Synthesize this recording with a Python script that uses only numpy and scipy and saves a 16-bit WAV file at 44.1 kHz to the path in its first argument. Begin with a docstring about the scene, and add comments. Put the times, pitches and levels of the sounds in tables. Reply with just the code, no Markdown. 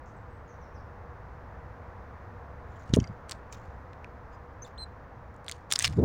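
"""A wooden feeder with a ceramic seed bowl beside a river, visited by small birds.
Twice a bird flutters close by: feathers snap and rustle as dense clicks through damped resonances,
and wing wash thumps the microphone with single puffs and noisy eddies.
Beaks and claws tick on seed and ring the modes of the bowl; gliding tones make a few thin calls.
Softer wings stir among the twigs, over a distant outdoor roar of shaped noise."""
import sys
import numpy as np
from scipy import signal
from scipy.fft import rfft, irfft
from scipy.io import wavfile
from scipy.ndimage import uniform_filter1d

SR = 44100
rng = np.random.default_rng(int(sys.argv[2]) if len(sys.argv) > 2 else 0)


def unload_wav(signal):
    """Save mono or channel-first audio to the path in sys.argv[1] as 16-bit WAV at rate SR, clipped to [-1, 1]."""
    wavfile.write(
        sys.argv[1],
        SR,
        np.round(np.clip(np.atleast_2d(signal).T, -1, 1) * 32767).astype(np.int16),
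    )


N = 266672
TIME = np.arange(N) / SR


def amp(db):
    """Decibels to gain."""
    return 10 ** (np.asarray(db) / 20)


def unit(x):
    """Scales to rms 1."""
    return x / np.sqrt(np.mean(x ** 2) + 1e-20)


def smooth_noise(shape, size, axis=-1):
    """Noise slowed down by a moving average over size samples."""
    return uniform_filter1d(rng.standard_normal(shape), size=size, axis=axis)


def spectrum(points, hz):
    """Reads a spectrum in dB on a log-frequency axis."""
    point_hz, db = np.transpose(points)
    return np.interp(np.log(hz + 1), np.log(point_hz), db)


def colour(x, points):
    """Gives a signal a spectrum, at rms 1."""
    gain = amp(spectrum(points, np.fft.rfftfreq(len(x), 1 / SR)))
    return unit(irfft(rfft(x) * gain, len(x)))


def band(hz, width_hz):
    """A bell-shaped band of noise, at rms 1."""
    f = np.fft.rfftfreq(N, 1 / SR)
    bell = np.exp(-((f - hz) / width_hz) ** 2)
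    return unit(irfft(rfft(rng.standard_normal(N)) * bell, N))


def add(mix, start_s, sound):
    """Mixes a sound in at a time."""
    part = mix[max(round(start_s * SR), 0):][:len(sound)]
    part += sound[:len(part)]


def thicket(x, t60_s):
    """Sparse echoes scattered back from twigs and ground."""
    t = np.arange(SR // 2) / SR
    hits = rng.random(len(t)) < 2500 / SR  # about 2500 echoes a second
    echoes = rng.standard_normal(len(t)) * hits * amp(-60 * t / t60_s) * (t > .004)
    return signal.fftconvolve(x, echoes / np.linalg.norm(echoes))[:N]


def strokes(rows, drop_db=20, roundness=1.34):
    """Each stroke swells to its peak and fades; swell_s and fade_s are the times to change by drop_db."""
    power = np.full(N, 1e-16)
    for peak_s, level_db, swell_s, fade_s in rows:
        away = np.maximum((peak_s - TIME) / swell_s, (TIME - peak_s) / fade_s)
        # roundness 1 gives a pointed peak, 2 a bell
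        power += amp(level_db - drop_db * np.minimum(away, 10) ** roundness) ** 2
    return np.sqrt(power)


def rustle(rows, points, grain_db, grains_per_s, flick_db, patchy_db=3.5):
    """Surfaces catch and slip: dense uneven clicks, clumped into flicks that each favour other pitches."""
    flicks = unit(uniform_filter1d(smooth_noise(N, 200), size=200))
    uneven_db = grain_db * np.minimum(rng.exponential(1, N), 4)
    size = amp(uneven_db + flick_db * np.clip(flicks, -2, 2))
    slips = rng.standard_normal(N) * size * (rng.random(N) < grains_per_s / SR)
    # patches in time and frequency colour the flicks differently
    z = signal.stft(slips, nperseg=256)[2]
    patches = unit(uniform_filter1d(smooth_noise(z.shape, 4, axis=0), size=7, axis=1))
    slips = signal.istft(z * amp(patchy_db * patches), nperseg=256)[1][:N]
    return strokes(rows) * colour(slips, points)


# tone of the distant roar and low rumble: pitch_hz [Hz], relative density_db [dB per Hz]
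ROAR_COLOUR = [(20, -11), (35, -12.5), (62, 2), (100, -2), (160, -11.5), (340, -18), (600, -15),
               (1000, -14.5), (1800, -23), (3000, -43), (4200, -47), (6200, -50), (8200, -61),
               (13800, -63.5)]
# slow drift of the roar: time_s [s], gain_db [dB]
ROAR_SWELL = [(0, -1), (1.9, 0.5), (3.5, 0), (6.05, -2)]


def background(roar_db=-45.5, drone_hz=485, drone_db=-60, hiss_db=-91):
    """A far roar with a faint drone in it, and a thin hiss at the very top, all shaped from noise."""
    roar = amp(roar_db) * colour(rng.standard_normal(N), ROAR_COLOUR)
    drone = amp(drone_db) * band(drone_hz, 28)
    time_s, gain_db = np.transpose(ROAR_SWELL)
    swell = amp(np.interp(TIME, time_s, gain_db))
    return swell * (roar + drone) + amp(hiss_db) * band(15000, 650)


# thin falling calls from the far bushes: start_s [s], length_s [s], start_hz [Hz], end_hz [Hz],
# level_db [dB], echo_db [dB against the call]
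FAR_CALLS = [(0.059, 0.0046, 7800, 5300, -68.5, 4), (.07, .11, 8700, 8400, -92, -8),
             (.16, .025, 8350, 7360, -81, -3), (0.287, .11, 8260, 8040, -88, -4),
             (0.469, .055, 6900, 5480, -75.5, 3.5), (0.608, 0.042, 6380, 5130, -74, 1),
             (0.736, 0.053, 6400, 4410, -77, 3.5), (.79, 0.037, 5600, 5500, -81, 0),
             (4.322, 0.037, 5020, 4930, -75, -10)]


def far_calls(waver=0.019):
    """Short, slightly unsteady downward slurs; the deeper in the bushes, the more echo."""
    out = np.zeros(N)
    for start_s, length_s, start_hz, end_hz, level_db, echo_db in FAR_CALLS:
        hz = np.geomspace(start_hz, end_hz, int(length_s * SR))
        hz = hz * (1 + waver * unit(smooth_noise(len(hz), 60)))
        tone = np.sin(2 * np.pi * np.cumsum(hz) / SR)
        note = amp(level_db) * unit(tone * signal.windows.tukey(len(hz), .4))
        add(out, start_s, note)
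        add(out, start_s, amp(echo_db) * thicket(note, t60_s=0.39))
    return out


# birds fluttering among the twigs: peak_s [s], level_db [dB], swell_s [s], fade_s [s]
TWIG_STROKES = [(2.80, -68.5, 0.16, 0.11), (3.53, -53.5, 0.012, 0.038), (3.57, -68.5, .03, .21),
                (4.343, -70, .028, .025), (4.667, -61, .028, .045), (4.81, -73, .04, .06)]
# tone of those wings: pitch_hz [Hz], relative density_db [dB per Hz]
TWIG_COLOUR = [(500, -23), (2500, 3), (5200, -2.5), (7000, 2.5), (8500, -16), (13000, -19), (15000, -16.5),
               (16500, -10)]


def twig_flutter():
    """Wings farther off among the twigs: a softer, smoother run of feather slips."""
    return rustle(TWIG_STROKES, TWIG_COLOUR, grain_db=2.0, grains_per_s=13000, flick_db=3.5)


# near calls: start_s [s], length_s [s], start_hz [Hz], held_hz [Hz],
# end_level_db [dB, before gate and off-note loss], overtone_boost_db [dB]
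NEAR_CALLS = [(4.62, .021, 6280, 6230, -44, -5), (4.637, 0.011, 6500, 7000, -53, -6),
              (4.644, 0.018, 4400, 3560, -52.5, 9), (4.775, 0.072, 2700, 4183, -39.5, -0.5)]
# partials of a near call: multiple [times the pitch], relative level_db [dB, before the boost]
CALL_PARTIALS = [(1, 1), (2, -15), (3, -25)]


def near_calls(waver=0.0041, glide_s=0.0048, sag_hz_per_s=1750,
               attack_s=.002, swell_db_per_s=110, release_s=0.0078):
    """Clean whistles with overtones: each slides onto its note, swells and sags."""
    out = np.zeros(N)
    for start_s, length_s, start_hz, held_hz, end_level_db, boost_db in NEAR_CALLS:
        t = np.arange(0, length_s, 1 / SR)
        glide = (start_hz - held_hz) * np.exp(-(t / glide_s) ** 2)
        hz = held_hz + glide - sag_hz_per_s * t
        hz = hz * (1 + waver * unit(smooth_noise(len(t), 100)))
        phase = 2 * np.pi * np.cumsum(hz) / SR
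        tone = np.zeros(len(t))
        for multiple, level_db in CALL_PARTIALS:
            gain = amp(level_db + boost_db * (multiple > 1))
            beak_loss = 1 + (multiple * hz / 11500) ** 12  # the beak radiates little above 11 kHz
            tone += gain * np.sin(round(multiple) * phase) / beak_loss
        gate = np.minimum(t / attack_s, 1) * np.minimum((length_s - t) / release_s, 1)
        off_note_db = -22 * abs(np.log2(hz / held_hz))  # the throat is tuned to the held note
        swell_db = swell_db_per_s * (t - length_s)
        add(out, start_s, amp(end_level_db + off_note_db + swell_db) * gate * unit(tone))
    return out


# taps on the bowl: start_s [s], drive_db [dB], drive_hz [Hz around which the contact drives it most]
BOWL_TAPS = [(3.0010, -27, 6340), (3.0012, -34.5, 3060), (3.0412, -33.5, 4900), (3.0408, -39.5, 2100),
             (3.0738, -37, 4800)]
# modes of the seed-filled bowl: mode_hz [Hz], relative mode_db [dB], t60_s [s]
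BOWL_MODES = [(2130, -0.5, 0.048), (2659, -3, .032), (3060, 1.5, 0.016), (4780, -6.5, 0.025),
              (5760, 1.5, 0.01), (6400, 1.5, 0.006)]


def bowl(focus_db_per_octave=30, rise_s=0.0004):
    """Taps ring the modes of the bowl, damped by the seed; each contact favours other modes."""
    out, t = np.zeros(N), np.arange(SR // 10) / SR
    for start_s, drive_db, drive_hz in BOWL_TAPS:
        ring = np.zeros(len(t))
        for mode_hz, mode_db, t60_s in BOWL_MODES:
            off_drive_db = focus_db_per_octave * abs(np.log2(mode_hz / drive_hz))
            ring += amp(mode_db - off_drive_db - 60 * t / t60_s) * np.sin(2 * np.pi * mode_hz * t)
        add(out, start_s, amp(drive_db) * ring * (1 - np.exp(-t / rise_s)))
    return out


# single puffs of wing wash on the microphone: centre_s [s], peak_db [dB, before the port], pitch_hz [Hz]
WASH_PUFFS = [(2.9020, -29, 70), (2.9374, -10.5, 105), (2.9706, -12, 340), (2.9875, -12, 95),
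              (3.0215, -24, 70), (5.9875, -14, 90), (6.0445, -14, 120)]
# gusts of eddies thrown at the microphone: peak_s [s], level_db [dB], swell_s [s], fade_s [s]
WASH_GUSTS = [(2.94, -29.5, 0.047, 0.043), (2.971, -19, .011, .034), (3.008, -30, .02, 0.057),
              (3.10, -37, .02, 0.049), (5.91, -33.5, 0.15, 0.15), (5.988, -21, 0.031, 0.1),
              (6.04, -19.5, 0.042, 0.15)]


def wing_wash(low_hz=82, front=2.34, rest_hz=80, hz_per_gain=3760, port_hz=(44.5, 640)):
    """Each puff is a push that flips steeply into a pull; eddies are brighter when the air moves faster."""
    speed = strokes(WASH_GUSTS)
    edge_hz = rest_hz + hz_per_gain * speed
    eddies, puffs = np.zeros(N), np.zeros(N)
    for hz in np.geomspace(low_hz, 1400, num=10):
        eddies += band(hz, hz / 3) / np.sqrt(1 + (hz / edge_hz) ** 7)
    even_eddies = eddies / np.sqrt(uniform_filter1d(eddies ** 2, size=800))
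    for centre_s, peak_db, pitch_hz in WASH_PUFFS:
        u = 2 * np.pi * pitch_hz * (TIME - centre_s)
        puff = -np.tanh(front * u) * np.exp(-u ** 2 / 2)
        puffs += amp(peak_db) * puff / abs(puff).max()
    # the microphone passes no steady pressure, and the front of a puff is blunt
    port = signal.butter(2, port_hz, "bandpass", fs=SR, output="sos")
    return signal.sosfilt(port, puffs) + speed * even_eddies


# strokes of close wings: peak_s [s], level_db [dB], swell_s [s], fade_s [s]
CLOSE_STROKES = [(2.885, -63, 0.03, 0.1), (2.944, -39.5, 0.014, 0.02), (3.0, -60.5, .03, .12),
                 (3.297, -47, .011, 0.013), (3.318, -54, .01, 0.034), (5.50, -62, .07, 0.14),
                 (5.707, -46, 0.0093, .05), (5.765, -37, .005, .005), (5.812, -34, .013, .02),
                 (5.824, -32, .012, .008), (5.853, -23.5, .022, .009), (5.875, -31.5, .01, .007),
                 (5.9, -59, .02, .24)]
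# tone of close feathers: pitch_hz [Hz], relative density_db [dB per Hz]
FEATHER_COLOUR = [(300, -14.5), (1000, -7.5), (2500, 0.5), (4500, -3), (7000, -4.5), (9000, -10.5),
                  (11000, -18), (13500, -35.5), (15200, -17.5), (16500, -32)]


def close_feathers():
    """Close wings crackle as feathers slide over each other in uneven slips."""
    return rustle(CLOSE_STROKES, FEATHER_COLOUR, grain_db=3.5, grains_per_s=11000, flick_db=4.5)


# dry snaps of feathers, claws and beaks: start_s [s], level_db [dB over the loudest millisecond],
# low_hz [Hz, lower resonance], high_hz [Hz, upper resonance], high_db [dB, upper against lower],
# length_s [s, decay of the scrape]
DRY_SNAPS = [(2.9381, -21, 3750, 6500, -9, .0011), (2.9417, -25, 3150, 5600, -8, 0.002),
             (2.9548, -47, 3230, 5170, 2, .001), (2.9618, -33, 6680, 9200, 7, 0.00072),
             (3.295, -38, 4060, 7900, -2, 0.0021), (3.312, -31.5, 4820, 8440, 11, 0.00055),
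             (3.3165, -33, 4470, 8350, -1, .0003), (3.3206, -30, 4650, 7540, -6, .0002),
             (3.526, -41.5, 2330, 7000, 5, 0.0039), (3.933, -49.5, 2520, 4260, -12, 0.00092),
             (4.045, -38.5, 2480, 4700, -22, .0005), (5.343, -67, 5900, 8440, 3, .001),
             (5.364, -63, 7280, 9470, -6, .001), (5.445, -58, 7110, 9350, 19, .001),
             (5.4648, -49, 3750, 8350, -3, .001), (5.4825, -29, 2190, 3540, 14, 0.00043),
             (5.4865, -41, 4070, 8660, 11, .0037), (5.496, -31, 2090, 6550, -1, .0006),
             (5.5143, -30.5, 4520, 8610, 10, 0.00055), (5.5213, -32.5, 4200, 6550, -10, 0.0012),
             (5.714, -26, 3600, 7060, -3, 0.0016), (5.7227, -16.5, 3550, 6630, -2, .0004),
             (5.7249, -17, 3550, 8830, 22, .0009), (5.7342, -26, 4100, 8660, 8, .0003),
             (5.7367, -21, 5470, 7750, -14, .0006), (5.7565, -28, 4780, 7490, -1, 0.00046),
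             (5.7594, -17, 5000, 7200, -19, 0.00057), (5.7777, -42, 1920, 4050, -8, .0003),
             (5.783, -40, 1800, 8180, -7, .0004), (5.7906, -16, 6560, 8800, 8, 0.00072),
             (5.796, -23.5, 3360, 6330, 7, 0.0014), (5.8242, -23, 6700, 8500, 1, 0.0014),
             (5.8452, -15, 2840, 8310, -16, 0.00073), (5.851, -22.5, 2920, 4570, -13, 0.0039),
             (5.8593, -25, 4260, 6550, -5, .0008), (5.8781, -27, 4140, 8830, -7, .0004),
             (5.932, -45, 1940, 3010, -9, 0.0034)]
# tone common to the snaps: pitch_hz [Hz], relative gain_db [dB]
SNAP_TONE = [(200, -16.5), (800, -2), (1500, 4.5), (3000, -1), (6500, 0), (9000, -4.5), (11000, -9),
             (13000, -15), (15200, -3), (17000, -13)]


def snaps(focus_db=17, width=0.055, scrape=0.53, rise_s=0.00029, size=1024):
    """Each snap builds up, lets go and scrapes on briefly, ringing two heavily damped resonances."""
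    out, hz = np.zeros(N), np.fft.rfftfreq(size, 1 / SR)
    t = (np.arange(size) - size // 8) / SR  # lets go at t = 0

    def resonance(centre_hz):
        """A peak that falls away on both sides of its centre."""
        return amp(-focus_db * np.log10(1 + ((hz - centre_hz) / (width * centre_hz)) ** 2) / 2)

    for start_s, level_db, low_hz, high_hz, high_db, length_s in DRY_SNAPS:
        gain = resonance(low_hz) + amp(high_db) * resonance(high_hz)
        gain = gain * amp(spectrum(SNAP_TONE, hz))
        log_gain = np.log(np.r_[gain, gain[-2:0:-1]])
        causal = np.exp(np.conj(signal.hilbert(log_gain)))[:len(hz)]  # rings only after the push
        envelope = np.exp(np.minimum(t / rise_s, -t / length_s))
        force = (t == 0) + scrape * rng.standard_normal(size) * envelope
        snap = irfft(rfft(force) * causal)
        loudest_ms = np.sqrt(uniform_filter1d(snap ** 2, size=44, mode="constant").max())
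        add(out, start_s + t[0], amp(level_db) * snap / loudest_ms)
    return out


def scene(echo_db=-25, call_echo_db=-24):
    """Near sounds are almost dry; the bushes return a faint, short echo."""
    far = background() + far_calls()
    calls = near_calls()
    contacts = twig_flutter() + bowl() + close_feathers() + snaps()
    call_echo = amp(call_echo_db) * thicket(calls, t60_s=0.22)
    contact_echo = amp(echo_db) * thicket(contacts, t60_s=0.18)
    return (far + calls + call_echo + wing_wash() + contacts + contact_echo)[None]


def record(dry, edge_hz=16400):
    """The recorder's band limit: a steep low-pass."""
    low_pass = signal.firwin(255, edge_hz, window=("kaiser", 9), fs=SR)
    return signal.oaconvolve(dry, low_pass[None], "same")


dry = scene()
out = record(dry)
unload_wav(out)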